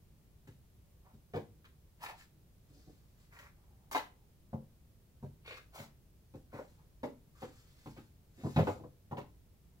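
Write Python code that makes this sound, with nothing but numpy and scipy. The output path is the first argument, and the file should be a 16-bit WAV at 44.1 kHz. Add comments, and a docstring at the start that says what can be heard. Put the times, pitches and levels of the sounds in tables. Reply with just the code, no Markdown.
"""Thin paper booklets knock on a wooden shelf as someone kneeling there slides them out and pats them
onto a pile; near the end a stack drops with a heavy thump. Each impact excites the modes of the boards,
squeezes air from between the covers and flicks the paper edges. Sliding friction makes the covers rub
and a satin sleeve swish. All is heard from a few metres off in a small, quiet room."""
import sys
import numpy as np
from scipy import signal
from scipy.fft import rfft, irfft, next_fast_len
from scipy.io import wavfile
from scipy.ndimage import map_coordinates

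SR = 44100
rng = np.random.default_rng(int(sys.argv[2]) if len(sys.argv) > 2 else 0)


def wav_out(sig):
    """Save sig, one row per channel (or a flat mono array), as 16-bit PCM at SR to the path in sys.argv[1]."""
    wavfile.write(sys.argv[1], SR, np.round(np.clip(np.atleast_2d(sig).T, -1, 1) * 32767).astype(np.int16))


N = 432180

RISE_SHARE = .14  # rise time over settling time: a floppy book that settles slowly also lands softly
COVER_HZ = 944
TICK_DB, TICK_AT_EDGE_DB = -64, -61  # the tick's reference level, and the edge level it belongs to
TICK_DB_PER_EDGE_DB, TICK_DULLS_DB_PER_S = .55, 110  # growth with edge level, loss with settling time
# Knocks on wood, plus two soft low rubs of shifting (2.69 s) and brushing (8.37 s).
# Each row: start in seconds, knock level in dB, knock pitch in Hz, then shelf thud, cover clap and
# paper edge in dB relative to the knock, and nominal settling time in seconds.
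WOOD_CONTACTS = [(0.472, -61.5, 323, 10.5, -8.5, -4.5, 0.02), (1.135, -68.5, 300, 16, -8, -17, 0.016),
                 (1.335, -40, 510, 1, -10, -16, 0.024), (1.354, -43.5, 430, 3.5, -6.5, -12.5, 0.03),
                 (2.69, -70.5, 292, 16, -24, -28, 0.16), (2.863, -60.5, 313, 6.5, -22, -34.5, 0.051),
                 (4.529, -44.5, 482, 7.5, -8.5, -39, .016), (5.225, -50.5, 393, 8, -11, -24.5, .018),
                 (5.788, -52, 560, 4, -14.5, -2, 0.0043), (6.337, -53, 350, 4.5, -10.5, -18.5, 0.018),
                 (6.527, -51.5, 515, 4.5, -4.5, -24, 0.044), (6.587, -44, 510, -17, -5.5, -32, 0.0096),
                 (7.031, -34, 403, -14, -9.5, -19.5, .012), (7.417, -46.5, 394, -2.5, -5, -10, 0.031),
                 (7.857, -50.5, 284, 5, -4, -14.5, .023), (7.963, -56.5, 292, 3, -4, -8.5, 0.037),
                 (8.37, -59.5, 300, -6, -23, -11.5, 0.11), (8.433, -43.5, 366, 11.5, -7, -29, .055),
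                 (8.561, -33, 535, 9.5, -6.5, -8, 0.014), (8.586, -28.5, 467, 7, -5, -15.5, 0.0074),
                 (8.669, -32, 510, -13, -4, -16.5, .015), (8.797, -54.5, 389, 0, -11, -28, 0.0099),
                 (8.834, -51, 467, 1.5, -8, -36, .018), (9.11, -46.5, 480, 7, -0.5, -23, 0.0277),
                 (9.168, -45.5, 426, -1.5, -2.5, -10, .031)]
def knocks():
    """Impact excitation: the harder and shorter a contact with the wood, the more it ticks."""
    out = np.zeros(N)
    for start, db, knock_hz, _, clap_db, edge_db, settle in WOOD_CONTACTS:
        tick_db = TICK_DB + TICK_DB_PER_EDGE_DB * (db + edge_db - TICK_AT_EDGE_DB)
        tick_db -= TICK_DULLS_DB_PER_S * settle
        rise = RISE_SHARE * settle
        add(out, start, impact(rise, settle, db, knock_hz, db + clap_db, COVER_HZ, db + edge_db, tick_db))
    return out


# Modes of the board a book lands on. Each row: frequency in Hz, bandwidth in Hz, level in dB.
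BOARD_MODES = [(251.6, 68, 0), (343, 79, -2.5), (401, 60, -1.5), (460, 42, -3.5), (500, 52, -2),
               (587, 40, -2), (609, 42, -2), (752, 43, -5.5)]
# Resonances of the air squeezed from between two covers. Each row: frequency and bandwidth as
# multiples of the clap pitch, level in dB.
AIR_POCKET_MODES = [(.87, .17, -2.5), (1.099, .22, -6.5), (1.361, 0.2, -11)]
# Spectrum of flicked paper edges. Each row: frequency in Hz, relative spectral density in dB.
EDGE_SPECTRUM = [(300, -48.5), (900, -13), (1400, 1), (2000, 0.5), (2800, -6.5), (4000, -10.5),
                 (6000, -25.5), (9000, -39), (16000, -42.5)]
# Spectrum of paper's crisp tick and hiss. Each row: frequency in Hz, relative spectral density in dB.
CRISP_SPECTRUM = [(1500, -38.5), (3500, 0.5), (5000, -2), (7300, -2), (9000, -8), (12000, -6.5),
                  (16000, -3)]
def impact(rise, settle, knock_db, knock_hz, clap_db, clap_hz, edge_db, tick_db):
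    """Source and filter: contact forces drive the board, the air between the covers and the paper edges."""
    pocket = [(ratio * clap_hz, width * clap_hz, db) for ratio, width, db in AIR_POCKET_MODES]
    board_force = contact_force(rise, 0.62 * settle, t60=0.1, hardness=0.33, depth_db=0.5)
    clap_force = contact_force(rise, 0.64 * settle, t60=0.11, hardness=0.31, depth_db=0.0)
    edge_force = contact_force(rise, 0.66 * settle, t60=0.12, hardness=.18, depth_db=6.0)
    tick_force = contact_force(rise, 0.36 * settle, t60=0.25, hardness=0.087, depth_db=5.5)
    board = amp(knock_db + 1.5) * resonate(board_force, BOARD_MODES, knock_hz, breadth=0.58)
    clap = amp(clap_db) * resonate(clap_force, pocket, clap_hz, breadth=0.91)
    edge = amp(edge_db - 1.0) * colour(edge_force, EDGE_SPECTRUM)
    tick = amp(tick_db - 3.5) * colour(tick_force, CRISP_SPECTRUM)
    return board + clap + edge + tick


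def contact_force(rise, settle, t60, hardness, depth_db):
    """Impulse plus decaying noise: one clean strike, then the leaves flutter down one after another."""
    t, rise = np.arange(SR // 3) / SR, max(rise, 1e-4)
    envelope = (1 - np.exp(-2 * t / rise)) * amp(-60 * np.maximum(t - settle, 0) / t60)
    flutter = envelope * friction_noise(400, depth_db, size=len(t))
    # the quicker the contact, the more of its energy goes into the strike
    strike_share = np.clip(hardness / (1 + rise / 0.0015), 0, 1)
    force = np.sqrt(1 - strike_share) * flutter / np.linalg.norm(flutter)
    force[round(rise * SR / 2)] += np.sqrt(strike_share)
    return force * np.linalg.norm(envelope)


# Low modes of the shelf and floor boards. Each row: frequency in Hz, level in dB, t60 in seconds.
SHELF_MODES = [(58.4, -23, 0.1895), (94.2, -3, 0.25), (111, -7, 0.24), (138.4, -1, 0.24), (158, -3, 0.12),
               (189, -13, 0.3), (224.4, -6, 0.25)]
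def shelf_thuds():
    """Free vibration: each contact sets damped modes booming, in a slightly different mix at each spot."""
    out, t = np.zeros(N), np.arange(SR // 2) / SR
    spots_db = rng.standard_normal((len(WOOD_CONTACTS), len(SHELF_MODES)))
    for (start, db, _, thud_db, *_, settle), spot_db in zip(WOOD_CONTACTS, spots_db):
        ring = sum((-1) ** k * amp(level + spot_db[k] - 60 * t / t60) * np.sin(2 * np.pi * hz * t)
                   for k, (hz, level, t60) in enumerate(SHELF_MODES))
        onset = 1 - np.exp(-t / max(RISE_SHARE * settle, 1e-4))
        add(out, start, amp(db + thud_db) * ring * onset)
    return out


PAT_RISE_S, PAT_BOARD_DB, PAT_BOARD_HZ = .0004, -9, 603
# Paper landing on paper. Each row: start in seconds, clap level in dB, clap pitch in Hz,
# edge level in dB, tick level in dB, nominal settling time in seconds.
PILE_PATS = [(1.644, -70.5, 1230, -63.5, -75, 0.021), (2.197, -87, 1300, -63, -71, .015),
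             (3.388, -76, 1300, -58, -63, .013), (3.913, -47, 1030, -51, -45, .035),
             (3.948, -29.5, 920, -37, -47.5, .016), (5.572, -57.5, 1510, -77, -64.5, .011)]
def pats():
    """Cushioned impact: a quick slap sounds cover and paper, but reaches the wood weakly through the pile."""
    out = np.zeros(N)
    for start, db, clap_hz, edge_db, tick_db, settle in PILE_PATS:
        pat = impact(PAT_RISE_S, settle, db + PAT_BOARD_DB, PAT_BOARD_HZ, db, clap_hz, edge_db, tick_db)
        add(out, start, pat)
    return out


SLIDE_LEAD_S, SLIDE_ATTACK_DB_PER_S, SLIDE_T60_S = .06, 791, 0.15
JUDDER_HZ, JUDDER_DB = 17, 0.5
# Booklet slides, plus a faint, high sleeve swish (2.739 s) and a faint, steady hollow hiss near 800 Hz
# (3.582 s). Each row: time of full strength and length in seconds, fade in dB, levels of resonance,
# rub and hiss in dB, then resonance pitch, resonance bandwidth and rub cutoff in Hz.
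SLIDES_AND_HISSES = [(1.063, 0.071, 14.5, -61.5, -79, -95, 790, 249, 1700),
                     (2.032, 0.016, 1.5, -44.5, -41.5, -53.5, 870, 95, 11600),
                     (2.091, 0.015, 2.5, -42.5, -47.5, -60.5, 825, 95, 11600),
                     (2.739, 0.2, 9, -74, -98, -92, 4900, 1800, 5000),
                     (3.332, 0.14, 3, -64.5, -60, -71, 940, 600, 2200),
                     (3.582, 0.65, 4.5, -76.5, -98, -100, 800, 200, 2000),
                     (5.472, 0.095, 4.5, -56.5, -48.5, -66.5, 2300, 720, 4800),
                     (5.573, 0.0066, 10, -63.5, -52.5, -73.5, 4530, 1500, 4800),
                     (5.752, 0.086, 3, -51.5, -58.5, -59, 730, 600, 3640),
                     (6.536, .065, 1, -57, -60.5, -71.5, 1250, 404, 2100),
                     (6.789, 0.026, 3, -72, -82, -90, 895, 500, 2200),
                     (7.36, 0.041, 1, -69, -85, -95, 1210, 300, 2200)]
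def slides_and_hisses():
    """Filtered noise: rub, hiss and one resonance, which in a sliding booklet is the gap under its cover."""
    out = np.zeros(N)
    for time, length, fade_db, band_db, rub_db, hiss_db, band_hz, width_hz, top_hz in SLIDES_AND_HISSES:
        envelope = stroke(length, fade_db)
        drive = envelope * friction_noise(150, depth_db=-1, size=len(envelope))
        band = resonate(drive, [(band_hz, width_hz, 0)], band_hz, breadth=1.5)
        rub = paper_rub(envelope, top_hz)
        hiss = colour(envelope * friction_noise(500, depth_db=0.0, size=len(envelope)), CRISP_SPECTRUM)
        sound = amp(band_db - 3.5) * band + amp(rub_db - 5) * rub + amp(hiss_db - 1) * hiss
        add(out, time - SLIDE_LEAD_S, sound)
    return out


# Spectrum of paper rubbing on paper. Each row: frequency in Hz, relative spectral density in dB.
RUB_SPECTRUM = [(150, -28), (400, 0.5), (800, -0.5), (1300, -0.5), (1750, -1), (2150, 2), (2600, -1),
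                (3300, -9.5), (4500, -12), (6500, -29), (12000, -25)]
def paper_rub(envelope, top_hz):
    """Resonant low-pass: the sheet resonates just below top_hz and cannot follow the friction above it."""
    rub = colour(envelope * friction_noise(300, depth_db=6.5, size=len(envelope)), RUB_SPECTRUM)
    return filtered(rub, lambda hz: (1 - (hz / top_hz) ** 2 + .85j * hz / top_hz) ** -2)


def stroke(length, fade_db):
    """Amplitude envelope: the level swells, judders as in stick-slip motion, fades, then dies away."""
    t = np.arange(SR) / SR - SLIDE_LEAD_S
    attack_db = SLIDE_ATTACK_DB_PER_S * np.minimum(t, 0)
    judder_db = JUDDER_DB * np.cos(2 * np.pi * JUDDER_HZ * t)
    release_db = 60 * np.maximum(t - length, 0) / SLIDE_T60_S
    return amp(attack_db + judder_db - fade_db * np.clip(t / length, 0, 1) - release_db)


# Spectrum of brushed satin. Each row: frequency in Hz, relative spectral density in dB.
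SATIN_SPECTRUM = [(300, -10), (1500, 1.5), (2700, -3), (4400, -1.5), (6000, -5.5), (7500, -1.5),
                  (8800, -10.5), (15000, -11.5)]
# Reaches of the arm. Each row: time of fastest motion in seconds, level in dB, then speeding-up and
# slowing-down times in seconds.
ARM_REACHES = [(2.2, -67.5, .04, 0.05), (2.77, -79, 0.12, 0.33), (3.225, -77.5, 0.044, 0.054),
               (6.57, -77, .04, 0.22), (7.43, -67.5, 0.057, 0.035), (7.56, -71.5, 0.13, 0.11),
               (7.87, -71.5, 0.173, 0.18), (8.51, -65, 0.12, 0.11), (8.68, -63.5, .04, 0.081)]
def sleeve():
    """Friction noise follows speed: satin brushing the shelf swells and ebbs in a bell curve per reach."""
    t = np.arange(N) / SR
    swish = sum(amp(db) * np.exp(-((t - peak) / np.where(t < peak, rise, fall)) ** 2)
                for peak, db, rise, fall in ARM_REACHES)
    return colour(swish * friction_noise(120, depth_db=2.0), SATIN_SPECTRUM)


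def room(x, lag_ms, block=SR // 3):
    """Superposition: direct sound, first on the right, plus diffuse reflections."""
    out = filtered(x, lambda hz: np.exp(1j * np.pi * hz * lag_ms / 1000 * np.array([[-1], [1]])))
    # reflections are drawn afresh every third of a second to average out random comb colouring
    for start in range(0, N, block):
        for ear, response in zip(out, reflections(early_db=-2.5, early_t60=0.056, tail_db=-9.5)):
            add(ear, start / SR, signal.fftconvolve(x[start:start + block], response))
    return out


# Reverberation time of the room. Each row: frequency in Hz, t60 in seconds.
ROOM_T60 = [(90, 0.74), (300, 0.25), (900, 0.27), (3000, 0.28), (12000, 0.13)]
# Likeness of the reflections at the two ears. Each row: frequency in Hz, coherence from -1 to 1.
REFLECTION_COHERENCE = [(80, 0.92), (200, 0.9), (450, 0.58), (900, 0.1), (1800, -0.067), (4000, 0)]
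# Strength of the reflections. Each row: frequency in Hz, gain in dB.
REFLECTION_GAIN = [(110, -8.5), (300, -0.5), (800, -1.5), (5000, 4)]
def reflections(early_db, early_t60, tail_db):
    """Stereo impulse response: early reflections off nearby surfaces, then the walls' reverberant tail."""
    hz, t, spectra = signal.stft(rng.standard_normal((2, SR // 2)), SR, nperseg=256)
    decay = amp(-60 * t / along(ROOM_T60, hz)[:, None])
    tail = signal.istft(spectra * decay, SR, nperseg=256)[1]
    t = np.arange(tail.shape[1]) / SR
    early = rng.standard_normal(tail.shape) * amp(-60 * t / early_t60) * (t > .001)
    tail = tail * (t > .012)
    response = amp(early_db) * early / np.linalg.norm(early[0])
    response += amp(tail_db) * tail / np.linalg.norm(tail[0])
    return filtered(spread(response, REFLECTION_COHERENCE), lambda hz: amp(along(REFLECTION_GAIN, hz)))


ROOM_TONE_DB = -62.5
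# Spectrum of the room tone. Each row: frequency in Hz, relative spectral density in dB.
ROOM_TONE_SPECTRUM = [(20, -13), (40, -5.5), (57, -1), (85, -5), (160, -8.5), (250, -19.5), (400, -21.5),
                      (800, -30.5), (1500, -36), (4000, -38), (8500, -40), (13000, -38), (15700, -36.5)]
# Likeness of the room tone at the two ears. Each row: frequency in Hz, coherence from -1 to 1.
ROOM_TONE_COHERENCE = [(30, 0.95), (100, 0.88), (250, 0.87), (600, .35), (1500, 0.033), (12000, 0.0342)]
def room_tone():
    """Stationary noise: low building rumble, alike in both ears, under a thin, incoherent hiss."""
    noise = colour(rng.standard_normal((2, N)), ROOM_TONE_SPECTRUM)
    return amp(ROOM_TONE_DB) * unit(spread(noise, ROOM_TONE_COHERENCE))


def friction_noise(rate, depth_db, size=N):
    """Random amplitude modulation: fibres catch and let go about rate times a second."""
    strengths = rng.standard_normal(int(size * rate / SR) + 4)
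    catches = map_coordinates(strengths, [np.arange(size) * rate / SR], order=1)
    return unit(rng.standard_normal(size) * amp(depth_db * catches))


def resonate(x, modes, centre_hz, breadth):
    """Forced vibration: a contact strongest near centre_hz drives the modes; white noise keeps its power."""
    def response(hz):
        gain = resonances(hz, modes) * resonances(hz, [(centre_hz, breadth * centre_hz, 0)])
        return gain / np.sqrt(np.mean(abs(gain) ** 2))
    return filtered(x, response)


def resonances(hz, modes):
    """Modal sum: second-order resonances add with alternating signs."""
    return sum((-1) ** k * amp(db) * 1j * hz * width / (centre ** 2 - hz ** 2 + 1j * hz * width)
               for k, (centre, width, db) in enumerate(modes))


def colour(x, spectrum):
    """Minimum-phase filter: causal shaping to the given spectrum; white noise keeps its power."""
    def response(hz):
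        cepstrum = irfft(np.log(unit(amp(along(spectrum, hz)))))
        cepstrum[1:] *= 2
        cepstrum[len(cepstrum) // 2:] = 0
        return np.exp(rfft(cepstrum))
    return filtered(x, response)


def spread(pair, coherence):
    """Mid-side mixing: two unrelated signals become left and right of the given coherence."""
    def weights(hz):
        angle = np.arccos(np.clip(along(coherence, hz), -1, 1)) / 2
        return np.array([np.cos(angle), np.sin(angle)])
    mid, side = filtered(pair, weights)
    return np.array([mid + side, mid - side])


def filtered(x, response):
    """Convolution theorem: filtering multiplies the spectrum by a frequency response."""
    size = x.shape[-1]
    padded = 2 * next_fast_len(size // 2 + SR // 8)
    return irfft(rfft(x, padded) * response(np.fft.rfftfreq(padded, 1 / SR)), padded)[..., :size]


def along(points, hz):
    """Interpolation of (Hz, value) points on a logarithmic frequency axis."""
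    frequencies, values = np.transpose(points)
    return np.interp(np.log(hz + 1), np.log(frequencies + 1), values)


def amp(db):
    """Decibels to amplitude ratio."""
    return 10 ** (np.asarray(db) / 20)


def unit(x):
    """Normalisation to rms 1."""
    return x / np.sqrt(np.mean(x ** 2) + 1e-20)


def add(track, start_s, sound):
    """Superposition of a sound on a track."""
    part = track[round(start_s * SR):][:len(sound)]
    part += sound[:len(part)]


def scene():
    """Linear mixing: the handling sounds pass through the room, 1 dB louder on the left, over its tone."""
    handling = knocks() + pats() + shelf_thuds() + slides_and_hisses() + sleeve()
    return room(handling, lag_ms=.18) * amp([[.5], [-.5]]) + room_tone()


BAND_LIMIT_HZ = 15800
def record(dry):
    """Ideal low-pass: nothing passes above the band limit."""
    return filtered(dry, lambda hz: hz < BAND_LIMIT_HZ)


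dry = scene()
out = record(dry)
wav_out(out)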